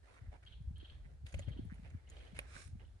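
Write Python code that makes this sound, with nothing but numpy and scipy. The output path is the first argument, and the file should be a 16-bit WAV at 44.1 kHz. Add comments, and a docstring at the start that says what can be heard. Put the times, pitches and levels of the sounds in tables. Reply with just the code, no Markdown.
"""Hands work wet marinade into a raw bird on a wooden tray, outdoors, close by, over a faint hush.
From the start, palms rub wet skin and the flesh thuds and rumbles on the tray.
From 0.5 s, a wild bird further off chatters in short rasping notes, echoed by the trees.
From 1.3 s, the work gets firmer: the sticky film smacks and pops, the tray rings, fingers squeak.
At 2.4 s comes the sharpest smack, then a jacket sleeve swishes and the flesh thuds once more."""
import sys
import numpy as np
from scipy import signal
from scipy.fft import rfft, irfft, next_fast_len
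from scipy.io import wavfile
from scipy.ndimage import uniform_filter1d, map_coordinates

SR = 44100
rng = np.random.default_rng(int(sys.argv[2]) if len(sys.argv) > 2 else 0)


def transcribe(signal):
    """Save signal, clipped to [-1, 1], as a 16-bit WAV file at the path in sys.argv[1]."""
    frames = np.atleast_2d(signal).T
    limited = np.clip(frames, -1, 1)
    pcm = np.round(limited * 32767).astype(np.int16)
    wavfile.write(sys.argv[1], SR, pcm)


N = 132300
T = np.arange(N) / SR

# flesh on the tray (peak time [s], level [dB], pitch [Hz], left-right [dB])
THUDS = [(0.223, -44.5, 98, 6.5), (0.288, -40.5, 71.6, 2.5), (0.612, -41.5, 125, 0.5),
         (0.684, -41.5, 95, 3), (0.712, -43.5, 164, 3), (.742, -45.5, 108, -3), (0.831, -51, 344, -0.5),
         (1.063, -48.5, 134, 5.5), (1.24, -47, 104, 11), (1.3446, -44, 183, 3.5), (1.394, -49, 260, 2),
         (1.349, -43, 85.5, 9), (1.412, -44, 90, 6), (1.484, -35, 109, 13), (1.481, -44, 240, 2),
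         (1.511, -40.5, 135, 7), (1.568, -48, 280, 0), (1.595, -35.5, 273, 2), (1.62, -44, 116, 3),
         (1.656, -45.5, 175, 0), (1.674, -39.5, 88, 8), (1.725, -40.5, 190, 4.5), (1.798, -48, 194, 3),
         (1.834, -49.5, 166, 5), (1.956, -37, 90, -0.5), (1.949, -45.5, 224, 3), (2.335, -47.5, 176, 6),
         (2.736, -41.5, 100, 5.5), (2.756, -47, 196, 4)]
# rumble envelope (time [s], level [dB])
RUMBLE_ENVELOPE = [(0.0, -65), (0.02, -56), (0.15, -67), (0.29, -49.5), (0.39, -58), (0.6, -47),
                   (0.645, -49), (0.69, -43.5), (0.79, -52.5), (0.93, -51.5), (0.98, -46.5), (1.04, -56),
                   (1.14, -47), (1.18, -55.5), (1.25, -44), (1.31, -59), (1.34, -44), (1.46, -41),
                   (1.48, -41), (1.91, -54), (1.96, -47), (2.0, -55.5), (2.11, -51.5), (2.13, -48),
                   (2.33, -57.5), (2.39, -46), (2.43, -50), (2.64, -58), (2.66, -44.5), (2.75, -45.5),
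                   (2.77, -50), (2.97, -57.5), (3.0, -75)]
# rumble colour (frequency [Hz], level [dB])
RUMBLE_SPECTRUM = [(15, -47), (30, -20.5), (45, -2), (60, 2), (75, -2), (100, -9.5), (135, -17), (200, -27),
                   (300, -35.5), (500, -54.5), (1000, -72)]
# wet smacks (time [s], level [dB], decay [s], tilt [dB/octave], air pocket [Hz], left-right [dB])
SMACKS = [(.451, -55, 0.00089, -1, 5300, 9), (0.624, -65.5, 0.0028, 4, 6800, -2),
          (0.781, -56.5, 0.0025, 5, 9300, -3), (0.827, -71, .004, -10, 1200, 0),
          (1.2644, -41.5, 0.0038, 2, 3150, -0.5), (1.288, -54, 0.0028, 4, 6340, 7),
          (1.3235, -46.5, 0.0046, -0.5, 6400, -4.5), (1.341, -36.5, .0036, 1.5, 2800, -0.5),
          (1.384, -48, .0025, -6, 2000, 2), (1.3906, -42.5, 0.0033, 5, 6900, 7.5),
          (1.392, -41.5, 0.0029, 2, 7060, 2), (1.483, -50, 0.011, -0.5, 2060, -2),
          (1.651, -60, .0016, 27, 10800, -11), (1.741, -62, 0.0079, 3, 9800, -3),
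          (1.783, -52.5, 0.0014, -5, 1600, -10), (1.902, -55, 0.0024, 0, 7000, -3),
          (2.0995, -48, .003, 10, 6650, 7), (2.363, -42.5, 0.0058, 0, 2070, 2),
          (2.378, -48, 0.0097, -4.5, 6650, -4), (2.3893, -25.5, 0.0013, -1.5, 9700, -4.5),
          (2.39, -29, 0.0025, 0, 2530, -4.5), (2.565, -36.5, 0.0025, -4, 1610, -7),
          (2.676, -50, 0.0019, -0.5, 9000, -9.5)]
# tearing film colour (frequency [Hz], level [dB])
SNAP_SPECTRUM = [(200, -4.5), (600, -12), (1000, -12), (1600, 1.5), (2500, -2), (3500, -6.5), (5000, -10.5),
                 (5750, -22), (6500, -9.5), (8000, -16), (9400, -12), (11000, -19), (13000, -35)]
# crackling stretches (start [s], length [s], level [dB])
CRACKLES = [(0.43, 0.034, -62.5), (1.264, .16, -58.5), (1.715, 0.047, -66), (1.831, 0.047, -64),
            (2.108, .19, -64.5), (2.359, .05, -61)]
# bursting air pockets (time [s], level [dB], pitch [Hz], left-right [dB])
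POPS = [(1.3435, -50, 2200, -13), (1.393, -44, 6850, 1), (2.092, -55.5, 6760, -7), (2.1, -48.5, 6710, -4),
        (2.3906, -37.5, 9250, -16.5), (2.3912, -37, 2510, -11), (2.564, -43, 1586, -6.5)]
# knocks on the tray (time [s], level [dB])
KNOCKS = [(1.343, -49), (1.393, -47.5), (1.483, -53.5), (2.391, -51)]
# tray modes (frequency [Hz], level [dB], T60 [s])
TRAY_MODES = [(430, -15, 0.021), (551, -5, 0.066), (595, -5, 0.052), (1220, -32, 0.12), (1670, -24, 0.018),
              (2090, -5.5, 0.028)]
# palm strokes (start [s], length [s], level [dB], tilt [dB/octave], palm hollow [Hz])
RUBS = [(0.029, 0.18, -66, 0.5, 1200), (0.2, 0.12, -73.5, -0.5, 1580), (0.315, 0.053, -63, -1.5, 850),
        (0.427, 0.016, -67.5, .5, 1460), (0.457, 0.097, -74.5, 1, 2000), (0.769, 0.24, -71.5, 0, 1450),
        (1.022, 0.13, -73, 0, 577), (1.256, 0.051, -66, 3.5, 570), (1.334, 0.12, -65.5, 1.5, 560),
        (1.465, 0.16, -63.5, -2.5, 382), (1.589, 0.35, -72.5, 1, 390.5), (1.839, 0.041, -63.5, -1.5, 2370),
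        (1.883, 0.2, -74.5, 0, 1800), (2.075, 0.25, -65, 0.4, 3000), (2.115, 0.24, -67, -1, 446),
        (2.344, 0.065, -59.5, 1.5, 2400), (2.405, 0.058, -64, -0.5, 1280), (2.791, 0.058, -68, -2, 970)]
# skin friction colour (frequency [Hz], level [dB])
RUB_SPECTRUM = [(80, -43), (250, -2.5), (400, -0.5), (600, -1.5), (780, -4.5), (1100, -11), (1600, -7.5),
                (2050, -6), (2640, -12.5), (3500, -16), (5450, -22), (8000, -25.5), (9300, -26),
                (12200, -37), (15000, -78)]
# finger stick-slip runs (start [s], length [s], level [dB], pitch [Hz], left-right [dB])
SQUELCHES = [(0.166, 0.032, -60, 1960, -7.5), (0.425, 0.02, -62, 1530, -2), (1.047, 0.021, -59, 2030, -7),
             (1.6995, 0.032, -53.5, 1840, -8), (1.736, 0.011, -54.5, 2120, -4.5),
             (1.843, 0.041, -64, 2400, -13), (1.907, .014, -58, 2110, -5.5),
             (1.937, 0.026, -65.5, 1640, -8), (2.797, 0.027, -63, 2360, -13.5)]
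# sleeve swish (time [s], level [dB])
SLEEVE_ENVELOPE = [(2.42, -96), (2.46, -72.5), (2.52, -63), (2.57, -56.5), (2.625, -59), (2.668, -67),
                   (2.74, -86)]
# cloth colour (frequency [Hz], level [dB])
CLOTH_SPECTRUM = [(300, -7.5), (620, -5.5), (950, -14.5), (1230, -3), (1420, -7.5), (1600, 0), (1850, -7),
                  (2380, -2.5), (3100, -14.5), (3900, -7.5), (4700, -14), (5250, -10), (5500, -7),
                  (5850, -13.5), (7200, -12), (8000, -11.5), (9300, -15.5), (12200, -42), (15000, -66)]
# cloth balance (frequency [Hz], left-right [dB])
CLOTH_PAN = [(400, 1), (1200, -6.5), (3000, -4.5), (7000, -2.5), (8200, 4), (9300, -21.5), (12000, -19)]
# wild bird's notes (start [s], length [s], level [dB], pitch [Hz])
BIRD_NOTES = [(0.46, 0.025, -61, 3227), (0.518, 0.024, -63, 3210), (0.755, 0.021, -65.5, 3200),
              (0.796, 0.023, -62.5, 3230), (0.843, 0.017, -59.5, 3230), (0.894, 0.013, -59, 3188),
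              (1.381, 0.01, -68, 3180), (1.418, 0.021, -63.5, 3270), (1.467, 0.018, -66.5, 3230),
              (1.513, 0.024, -64, 3197), (1.569, 0.023, -66, 3180), (2.068, 0.011, -71, 2910),
              (2.115, 0.017, -70.5, 3150), (2.162, 0.011, -64.5, 3170), (2.197, 0.021, -67, 3230),
              (2.262, 0.015, -67.5, 3156), (2.793, 0.016, -72.5, 2950), (2.847, 0.0076, -69.5, 3050),
              (2.876, 0.0053, -75, 2930)]
# throat resonance (frequency [Hz], level [dB])
THROAT_SPECTRUM = [(600, -56), (1200, -20.5), (1600, -8.5), (2400, -19), (2850, -2.5), (3200, -2),
                   (3500, -1), (4200, -11.5), (5000, -17), (7000, -136)]
# tree echo colour (frequency [Hz], level [dB])
ECHO_SPECTRUM = [(700, -59), (1500, -43), (2400, -1), (2900, 3), (3300, 11.5), (3700, 4), (4300, 2),
                 (5200, -31), (7000, -34)]
# hush colour (frequency [Hz], level [dB])
AIR_SPECTRUM = [(30, -27), (200, -9), (400, 1), (600, -1.5), (800, -2.5), (1100, -9.5), (1600, -6.5),
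                (2500, -12.5), (4000, -13), (5600, -17), (8000, -18.5), (9400, -21.5), (11000, -24),
                (13000, -43)]
# hush balance (frequency [Hz], left-right [dB])
AIR_PAN = [(200, 0), (1500, -3), (7000, 3.5), (9400, -12.5), (12000, -5.5)]

SKIN_PAN_DB = -3.5


def thuds(rise_cycles=0.32, fall_cycles=0.51, slack_s=0.0015, sag=0.32):
    """Each push of soft flesh swells, swings about two cycles and sags in pitch as it relaxes."""
    out = np.zeros((2, N))
    for peak_s, db, hz, pan_db in THUDS:
        cycles = hz * (T - peak_s)
        width_cycles = np.where(cycles < 0, rise_cycles, fall_cycles) + hz * slack_s
        swell = np.exp(-0.5 * (cycles / width_cycles) ** 2)
        swing = np.cos(2 * np.pi * (cycles - sag * (np.hypot(cycles, 1) - 1)))
        out += amp(db) * pan(pan_db) * swell * swing
    return out


def rumble(trim_db=-2.5, shove_db=2.5, shoves_per_s=22):
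    """The carcass rumbles as it is pushed about in uneven shoves."""
    noise = coloured_noise(RUMBLE_SPECTRUM, correlation=0.85)
    power = uniform_filter1d(np.mean(noise ** 2, axis=0), size=1800)
    steady = noise / np.sqrt(np.abs(power) + 1e-6)
    return steady * envelope(RUMBLE_ENVELOPE, T) * amp(trim_db + shove_db * wobble(shoves_per_s))


def smacks():
    """Fingers land on wet skin and peel off."""
    out = np.zeros((2, N))
    for start_s, db, decay_s, tilt_db, pocket_hz, pan_db in SMACKS:
        add(out, start_s, pan(pan_db) * film_snap(db, decay_s, tilt_db, pocket_hz))
    return out


def film_snap(db, decay_s, tilt_db, pocket_hz, tail_db=-23.5, tail_s=0.011):
    """Sticky film tears in tiny snaps, coloured by the air pocket below; the tray reflects a tail."""
    t = T[:SR // 16]
    noise = stereo_noise(len(t), correlation=0.5)
    grain = np.exp(0.52 * np.repeat(rng.standard_normal(len(t)), 16)[:len(t)])
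    pocket = lambda hz: resonance(hz, pocket_hz, db=8.5, octaves=0.23)
    burst = filtered(noise * grain, lambda hz: tilted(SNAP_SPECTRUM, hz, tilt_db) * pocket(hz))
    rise = 1 - np.exp(-t / (0.48 * decay_s))
    fall = np.exp(-t / decay_s) + amp(tail_db) * np.exp(-t / tail_s)
    shape = 2 * rise * fall
    return amp(db - 11) * unit_rms(burst * shape) * np.sqrt(np.mean(shape ** 2))


def crackle(ticks_per_s=130, centre_hz=3540, spread_octaves=0.59):
    """Threads of marinade part at random between the smacks."""
    out = np.zeros((2, N))
    for start_s, length_s, db in CRACKLES:
        for scatter_db, detune in rng.standard_normal((round(length_s * ticks_per_s), 2)):
            pocket_hz = centre_hz * 2 ** (spread_octaves * detune)
            tick = film_snap(db + scatter_db, decay_s=0.0027, tilt_db=0, pocket_hz=pocket_hz)
            add(out, start_s + length_s * rng.random(), pan(SKIN_PAN_DB) * tick)
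    return out


def pops(life_cycles=5.8, glide=0.011):
    """Air pockets burst in the wet film and ring a few cycles, rising slightly in pitch."""
    out, t = np.zeros((2, N)), T[:SR // 40]
    for start_s, db, hz, pan_db in POPS:
        age = hz * t / life_cycles
        shape = (1 - np.exp(-2 * hz * t)) * np.exp(-age)
        ring = np.sin(2 * np.pi * hz * t * (1 + glide * np.tanh(age / 2)))
        add(out, start_s, amp(db) * pan(pan_db) * shape * ring)
    return out


def tray(pan_db=-11.5, rise_s=0.00026):
    """Firm contacts briefly ring the modes of the wood."""
    out, t = np.zeros((2, N)), T[:SR // 6]
    for start_s, db in KNOCKS:
        ring = np.zeros(len(t))
        for hz, mode_db, t60_s in TRAY_MODES:
            decay = amp(mode_db + rng.normal(0, 1.6) - 60 * t / t60_s)
            ring += decay * np.sin(2 * np.pi * hz * (1 + 0.02 * rng.normal()) * t)
        add(out, start_s, amp(db) * pan(pan_db) * ring * (1 - np.exp(-t / rise_s)))
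    return out


def rubs(grains_per_s=300, rise_s=0.0025, fall_s=0.036):
    """A cupped palm drags over bumpy wet skin: grainy friction, swelling mid-stroke."""
    out, t = np.zeros((2, N)), T[:SR // 2]
    for start_s, length_s, db, tilt_db, hollow_hz in RUBS:
        grains = stereo_noise(len(t), correlation=0.14) * np.exp(0.23 * wobble(grains_per_s)[:len(t)])
        hollow = lambda hz: resonance(hz, hollow_hz, db=4.5, octaves=0.39)
        friction = filtered(rippled(grains), lambda hz: tilted(RUB_SPECTRUM, hz, tilt_db) * hollow(hz))
        press = gate(t, length_s, rise_s, fall_s)
        arch = 1 - 0.48 * (1 - np.sin(np.pi * np.minimum(t / length_s, 1)))
        add(out, start_s, amp(db) * pan(SKIN_PAN_DB) * press * arch * unit_rms(friction))
    return out


def rippled(x, depth_db=3, width_hz=172.5, life_s=0.0284):
    """Narrow resonances come and go at random under the palm."""
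    hz, t, spectra = signal.stft(x, SR, nperseg=512)
    grid = np.array(np.meshgrid(hz / width_hz, t / life_s, indexing="ij"))
    ripple = map_coordinates(rng.standard_normal((256, 32)), grid, mode="mirror")
    return signal.istft(spectra * amp(depth_db * ripple), SR, nperseg=512)[1][:, :x.shape[1]]


def squelches(period_s=0.0064):
    """Fingers stick and slip on skin: an uneven run of short damped tones."""
    out, t = np.zeros((2, N)), T[:SR // 80]
    for start_s, length_s, db, hz, pan_db in SQUELCHES:
        cycles = hz * t
        for k, (jitter, detune, size) in enumerate(rng.standard_normal((10, 3))):
            offset_s = period_s * (k + 0.087 * jitter)
            slip = cycles * np.exp(1 - cycles) * np.sin(2 * np.pi * cycles * (1 + 0.1 * detune))
            fade = np.clip((length_s - offset_s) / period_s, 0, 1)
            add(out, start_s + offset_s, amp(db + 2 * size) * fade * pan(pan_db) * slip)
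    return out


def sleeve(split_hz=4000, skew_s=0.013):
    """Cloth rasps on cloth as the arm draws back; the treble peaks a little later."""
    rasp = coloured_noise(CLOTH_SPECTRUM, correlation=0.14) * np.exp(0.16 * wobble(400))
    cloth = filtered(rasp, lambda hz: pan(log_interp(CLOTH_PAN, hz)))
    treble = filtered(cloth, lambda hz: hz ** 4 / (hz ** 4 + split_hz ** 4))
    body = cloth - treble
    return body * envelope(SLEEVE_ENVELOPE, T + skew_s) + treble * envelope(SLEEVE_ENVELOPE, T - skew_s)


def wild_bird(throat_hz=3305, rasp_hz=96.7, whistle_db=5.5):
    """Harsh pulsed notes, noise and whistle around one throat resonance, with their echo."""
    notes, t = np.zeros((2, N)), T[:SR // 16]
    rasp_rad = 2 * np.pi * rasp_hz * t
    for start_s, length_s, db, pitch_hz in BIRD_NOTES:
        throat = lambda hz: amp(log_interp(THROAT_SPECTRUM, hz * throat_hz / pitch_hz))
        hoarse = unit_rms(filtered(rng.standard_normal(len(t)), throat))
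        drift_rad = np.cumsum(rng.normal(0, 0.052, len(t)))
        whistle = amp(whistle_db) * np.sin(2 * np.pi * pitch_hz * t + np.sin(rasp_rad) + drift_rad)
        voice = unit_rms((hoarse + whistle) * (1 - 0.25 * np.cos(rasp_rad)))
        add(notes, start_s, amp(db) * gate(t, length_s, rise_s=0.0068, fall_s=0.0011) * voice)
    return lagged(notes, lag_s=0.000701) + tree_echo(notes[0])


def tree_echo(x, db=-3.5, t60_s=0.37, rise_s=0.0087):
    """Trees scatter the call: diffuse noise follows its smeared power."""
    power_response = amp(-120 * T / t60_s) * (1 - np.exp(-T / rise_s)) ** 2
    power = signal.fftconvolve(x ** 2, power_response)[:N]
    swell = np.sqrt(np.abs(power) * np.log(1e6) / (t60_s * SR))
    return amp(db) * swell * coloured_noise(ECHO_SPECTRUM, correlation=0.29)


def air(db=-77.5):
    """Faint outdoor hush, wavering slowly."""
    gain = amp(db + 0.6 * wobble(3.32))
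    hush = coloured_noise(AIR_SPECTRUM, correlation=0.06)
    return gain * filtered(hush, lambda hz: pan(log_interp(AIR_PAN, hz)))


def mic_ports(hz):
    """Microphone port gains: the left is dull, the right resonates."""
    return np.array([1 / np.hypot(1, (hz / 8900) ** 10), resonance(hz, 9150, db=5.5, octaves=0.085)])


def amp(db):
    """Decibels to gain."""
    return 10 ** (np.asarray(db) / 20)


def unit_rms(x):
    """x scaled to rms 1."""
    return x / np.sqrt(np.mean(x ** 2) + 1e-20)


def pan(db):
    """Stereo gains for a left-right level difference."""
    return amp(np.array([[1], [-1]]) * db / 2)


def envelope(points, t):
    """Gain at t from (time [s], level [dB]) points."""
    return amp(np.interp(t, *np.transpose(points)))


def gate(t, length_s, rise_s, fall_s):
    """Linear rise, hold to length_s, exponential fall."""
    return np.clip(t / rise_s, 0, 1) * np.exp(-np.maximum(t - length_s, 0) / fall_s)


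def log_interp(points, hz):
    """(frequency [Hz], value) points read on a log axis."""
    knots_hz, values = np.transpose(points)
    return np.interp(np.log(hz + 1), np.log(knots_hz + 1), values)


def tilted(spectrum, hz, tilt_db):
    """Gain of a spectrum tilted by tilt_db per octave about 2 kHz."""
    return amp(log_interp(spectrum, hz) + tilt_db * np.log2(np.maximum(hz, 250) / 2000))


def resonance(hz, centre_hz, db, octaves):
    """Gain of a bell-shaped boost on a log axis."""
    return amp(db * np.exp(-0.5 * (np.log2((hz + 1) / centre_hz) / octaves) ** 2))


def wobble(knots_per_s):
    """Smooth random curve."""
    return map_coordinates(rng.standard_normal(int(N * knots_per_s / SR) + 4), [T * knots_per_s])


def stereo_noise(size, correlation):
    """White noise with partly alike sides."""
    mid, side = rng.standard_normal((2, size))
    angle = np.arccos(correlation) / 2
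    return np.cos(angle) * mid + np.sin(angle) * np.array([side, -side])


def coloured_noise(spectrum, correlation):
    """Shaped stereo noise of rms 1."""
    return unit_rms(filtered(stereo_noise(N, correlation), lambda hz: amp(log_interp(spectrum, hz))))


def filtered(x, gain):
    """x with gain(hz) applied to its spectrum."""
    n = x.shape[-1]
    padded = next_fast_len(n + n // 4)
    return irfft(rfft(x, padded) * gain(np.fft.rfftfreq(padded, 1 / SR)), padded)[..., :n]


def lagged(x, lag_s):
    """The left side hears x lag_s later than the right."""
    return filtered(x, lambda hz: np.exp(-1j * np.pi * hz * lag_s * np.array([[1], [-1]])))


def add(out, start_s, x):
    """Mixes x into out from start_s."""
    part = out[:, max(round(start_s * SR), 0):][:, :x.shape[-1]]
    part += x[..., :part.shape[1]]


def scene():
    """Flesh, hands and tray close by; wild bird and hush behind."""
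    skin = filtered(smacks() + crackle() + rubs(), mic_ports)
    hands = skin + pops() + tray() + squelches() + sleeve()
    flesh = lagged(thuds(), lag_s=0.00089) + rumble()
    return flesh + lagged(hands, lag_s=-0.00018) + wild_bird() + air()


def record(dry):
    """Steep low-pass at 12.4 kHz."""
    return filtered(dry, lambda hz: 1 / np.sqrt(1 + (hz / 12400) ** 36))


dry = scene()
out = record(dry)
transcribe(out)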